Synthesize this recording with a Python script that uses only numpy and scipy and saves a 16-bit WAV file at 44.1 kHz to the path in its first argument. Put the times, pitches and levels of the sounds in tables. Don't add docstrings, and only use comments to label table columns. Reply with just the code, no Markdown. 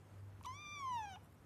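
import sys
import numpy as np
from scipy import signal
from scipy.fft import rfft, irfft
from scipy.io import wavfile
from scipy.ndimage import uniform_filter1d

SR = 44100
rng = np.random.default_rng(int(sys.argv[2]) if len(sys.argv) > 2 else 0)


def dump_mix(stems):
    frames = np.atleast_2d(stems).T
    limited = np.clip(frames, -1, 1)
    pcm = np.round(limited * 32767).astype(np.int16)
    wavfile.write(sys.argv[1], SR, pcm)


def volts_from_db(level):
    exponent = np.asarray(level, float) / 20
    return 10 ** exponent


N = 63945
T = np.arange(N) / SR

# (frequency [Hz], level [dB per Hz])
HUSH_SPECTRUM = [(22, -38), (50, -4), (70, -4.5), (160, -3.5), (500, -13.5), (1300, -18.5), (4000, -33.5),
                 (14000, -38.5)]
# (time [s], level [dB])
MOTOR_LEVEL = [(0.0, -69.5), (0.242, -55), (0.318, -59.5), (0.37, -54), (0.472, -62), (0.528, -55),
               (0.67, -70), (0.722, -64), (0.96, -58.5), (1.032, -60.5), (1.106, -57), (1.238, -63),
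               (1.276, -74), (1.372, -70), (1.404, -65.5), (1.45, -67)]
# (frequency [Hz], width [Hz], level [dB])
ROOM_MODES = [(77.8, 12, -68.5), (148.7, 10, -73), (99.48, 5.3, -67.5)]
# (time [s], peak level [dB], centre [Hz], width [Hz], decay time [ms])
MOUTH_CLICKS = [(.4105, -52, 975, 249, 0.6), (.4095, -64.5, 2540, 600, 1.7),
                (.4292, -54, 11500, 15900, 1.8), (.4365, -53.5, 3170, 2500, 1.6),
                (.4365, -61, 6700, 1500, 2.2), (.4455, -52.5, 3600, 1500, 2.4),
                (.4455, -61, 8900, 9000, 12), (.457, -48.5, 5970, 1200, 2.8), (.457, -49.5, 3330, 1550, 5),
                (.4585, -56.5, 11500, 4000, 5.8), (1.158, -50, 1020, 370, 1.5),
                (1.157, -58, 2730, 691.3, 5.1)]
# (time [s], pitch
# [Hz], effort [dB], tilt [dB per octave], mouth opening [0-1])
SQUEAK_GESTURE = [
    (.446, 1050, -62, -4, .3),
    (.4495, 1090, -43, -4, .3),
    (.456, 1190, -36, -5, .3),
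    (.4595, 1150, -52, -4, .3),
    (.462, 960, -56, -1, .3),
]
MEOW_GESTURE = [
    (.466, 974, -44.5, 1.4, 0.47),
    (.49, 1026, -45, 2.1, 0.6),
    (0.511, 1025, -45.5, 1.2, 0.9),
    (.545, 1120, -47, 2.5, 0.83),
    (0.598, 1195, -46.5, 0.83, 1),
    (0.763, 1176, -40.5, 0.37, 1),
    (0.851, 1061, -38, -0.77, .5),
    (0.955, 951.5, -42.5, 0.6, 0.46),
    (1.022, 849.6, -44.5, 0.2, 0.37),
                (1.099, 784.3, -44.5, 0.51, 0.33),
    (1.125, 759.3, -45, 0.37, 0.054),
    (1.145, 715, -46.5, 0.69, 0.018),
    (1.156, 736.6, -47.5, 0.92, .02),
                (1.161, 770, -49, -6, .02),
    (1.174, 870, -55, -4, .1),
    (1.179, 890, -75, -4, .1),
]
# (frequency [Hz], width [Hz], level when shut [dB], level gained when open [dB])
THROAT_RESONANCES = [(936.6, 220, 3.5, -4.5), (1706, 426, -22, 10.5), (2390, 344, -22, 9.5),
                     (2840, 534, -16.5, -9.5), (3604, 432, -21.5, 2.9), (4800, 470, -39, 9.5),
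                     (5126, 210, -44.5, 15.5), (5828, 884, -26.5, 4.4), (6795, 245, -33, -3),
                     (7750, 220, -43, 8.5), (8590, 160, -30.5, -12.5), (9060, 560, -41.5, 2),
                     (11500, 870, -46, -14)]
# (time [s], level [dB], half length [s])
PAW_BRUSHES = [
    (0.97, -76.5, 0.056),
    (1.117, -85, .015),
    (1.246, -75.5, 0.017),
    (1.317, -81, 0.019),
    (1.346, -74, 0.0061),
]
# (frequency [Hz], level [dB per Hz])
BRUSH_SPECTRUM = [(3000, -2), (6000, -8), (8500, -1), (12500, 3), (15000, -9)]


def evened(x):
    return x / np.sqrt(np.mean(x ** 2) + 1e-20)


def coloured(x, points):
    table_hz, table_db = np.transpose(points)
    hz = np.fft.rfftfreq(len(x), 1 / SR)
    gain_db = np.interp(np.log(hz + 1), np.log(table_hz + 1), table_db)
    return irfft(rfft(x) * volts_from_db(gain_db), len(x))


def peak(f, hz, width):
    return 1j * f * width / (hz ** 2 - f ** 2 + 1j * f * width)


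def drift(hz):
    rates = np.geomspace(hz / 8, hz, num=16)
    return evened(sum(np.sin(2 * np.pi * (rate * T + rng.random())) for rate in rates))


def hush():
    noise = evened(coloured(rng.standard_normal(N), HUSH_SPECTRUM))
    return volts_from_db(-64) * noise * volts_from_db(0.79 * drift(hz=6.1))


def hum():
    motor_hz, waver_hz = 98.8, 0.26
    s, db = np.transpose(MOTOR_LEVEL)
    phase = 2 * np.pi * np.cumsum(motor_hz + waver_hz * drift(hz=15)) / SR
    out = np.sqrt(2) * volts_from_db(np.interp(T, s, db)) * np.sin(phase)
    f = np.fft.rfftfreq(N, 1 / SR)
    for hz, width, mode_db in ROOM_MODES:
        mode = irfft(rfft(rng.standard_normal(N)) * peak(f, hz, width) ** 2, N)
        out = out + volts_from_db(mode_db) * evened(mode)
    return out


def clicks():
    size, attack_s = 1024, 0.00013
    out, t = np.zeros(N), np.arange(size) / SR
    f = np.fft.rfftfreq(size, 1 / SR)
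    for s, db, hz, width, ms in MOUTH_CLICKS:
        envelope = np.minimum(t / attack_s, 1) * np.exp(-t / ms * 1000)
        burst = rng.standard_normal(size) * envelope
        snap = irfft(rfft(burst) * peak(f, hz, width) ** 2)
        out[round(s * SR):][:size] += volts_from_db(db) * snap / abs(snap).max()
    return out


def room(x):
    t60_s, gap_s, dull_hz = 0.42, .004, 4840
    t = np.arange(SR // 2) / SR
    tail = rng.standard_normal(len(t)) * volts_from_db(-60 * t / t60_s) * (t > gap_s)
    tail = signal.lfilter(*signal.butter(1, dull_hz, fs=SR), tail)
    return signal.fftconvolve(x, tail / np.linalg.norm(tail))[:N]


def throat(f, mouth):
    gain = 0
    for k, (hz, width, shut_db, open_db) in enumerate(THROAT_RESONANCES):
        gain = gain + (-1) ** k * volts_from_db(shut_db + open_db * mouth) * peak(f, hz, width) ** 2
    return gain


def kitten():
    wobble, shimmer_db = .0055, .6
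    breath_db, breath_tilt_db, air_db = -42, 1, -43
    s, *columns = np.transpose(SQUEAK_GESTURE + MEOW_GESTURE)
    hz, effort_db, tilt_db, mouth = (uniform_filter1d(np.interp(T, s, c), size=70) for c in columns)
    hz = hz * (1 + wobble * drift(hz=60.02))

    k = np.arange(1, 15)[:, None]
    shimmer = np.array([drift(hz=50.29) for _ in k]) * np.sqrt(k)
    source = np.sqrt(2) * volts_from_db(tilt_db * np.log2(k) + shimmer_db * shimmer)
    gains = source * throat(k * hz, mouth)
    tone = (gains * np.exp(2j * np.pi * k * np.cumsum(hz) / SR)).real.sum(0)

    f = np.fft.rfftfreq(N, 1 / SR)
    breath_gain = abs(throat(f, 0.67)) * volts_from_db(breath_tilt_db * np.log2(f / 1000 + 0.27))
    breath = evened(irfft(rfft(rng.standard_normal(N)) * breath_gain, N))
    air = evened(coloured(rng.standard_normal(N), BRUSH_SPECTRUM))
    voice = tone + volts_from_db(breath_db) * breath + volts_from_db(air_db) * air
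    return voice * volts_from_db(effort_db) * (T > s[0]) * (T < s[-1])


def rustles():
    level = sum(volts_from_db(db) * np.exp(-((T - s) / half_s) ** 2) for s, db, half_s in PAW_BRUSHES)
    grains = rng.standard_normal(N) * volts_from_db(4.0 * drift(hz=200))
    return level * evened(coloured(grains, BRUSH_SPECTRUM))


def thinned(x):
    mask_db, mask_tilt_db = -34.5, 2.0
    gap_share, mottle_db, left_gain = .09, 2.2, .07
    f, _, z = signal.stft(x, SR, nperseg=1024, noverlap=768)
    hz = f[:-1].reshape(64, 8).mean(1)[:, None]
    power = (abs(z[:-1]) ** 2).reshape(64, 8, -1).mean(1)
    power = uniform_filter1d(power, size=5, axis=1)
    usual = np.median(power, axis=1)[:, None]

    below = np.maximum(np.roll(power, 1, axis=0), np.roll(power, 2, axis=0))
    threshold = np.sqrt(below) * volts_from_db(mask_db + mask_tilt_db * np.log2(hz / 1000))
    masked = (np.sqrt(power) < threshold) & (hz > 1200)

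    chance = uniform_filter1d(rng.standard_normal(power.shape), size=9, axis=1)
    gaps = (chance < np.quantile(chance, gap_share)) & (power < 2 * usual) & (hz > 4500)
    mottle = volts_from_db(mottle_db * evened(chance) * (hz > 4500) * (power < 3 * usual))
    keep = np.repeat(np.where(masked | gaps, left_gain, mottle), 8, axis=0)
    keep = np.r_[keep, keep[-1:]]
    return signal.istft(z * keep, SR, nperseg=1024, noverlap=768)[1][:N]


def scene():
    cat = kitten() + clicks()
    return (cat + volts_from_db(-22) * room(cat) + rustles() + hum() + hush())[None]


def band_limit(x):
    return signal.sosfilt(signal.butter(12, 14030, fs=SR, output="sos"), x)


def record(dry):
    mix = thinned(dry[0])[None]
    return band_limit(mix)


dry = scene()
out = record(dry)
dump_mix(out)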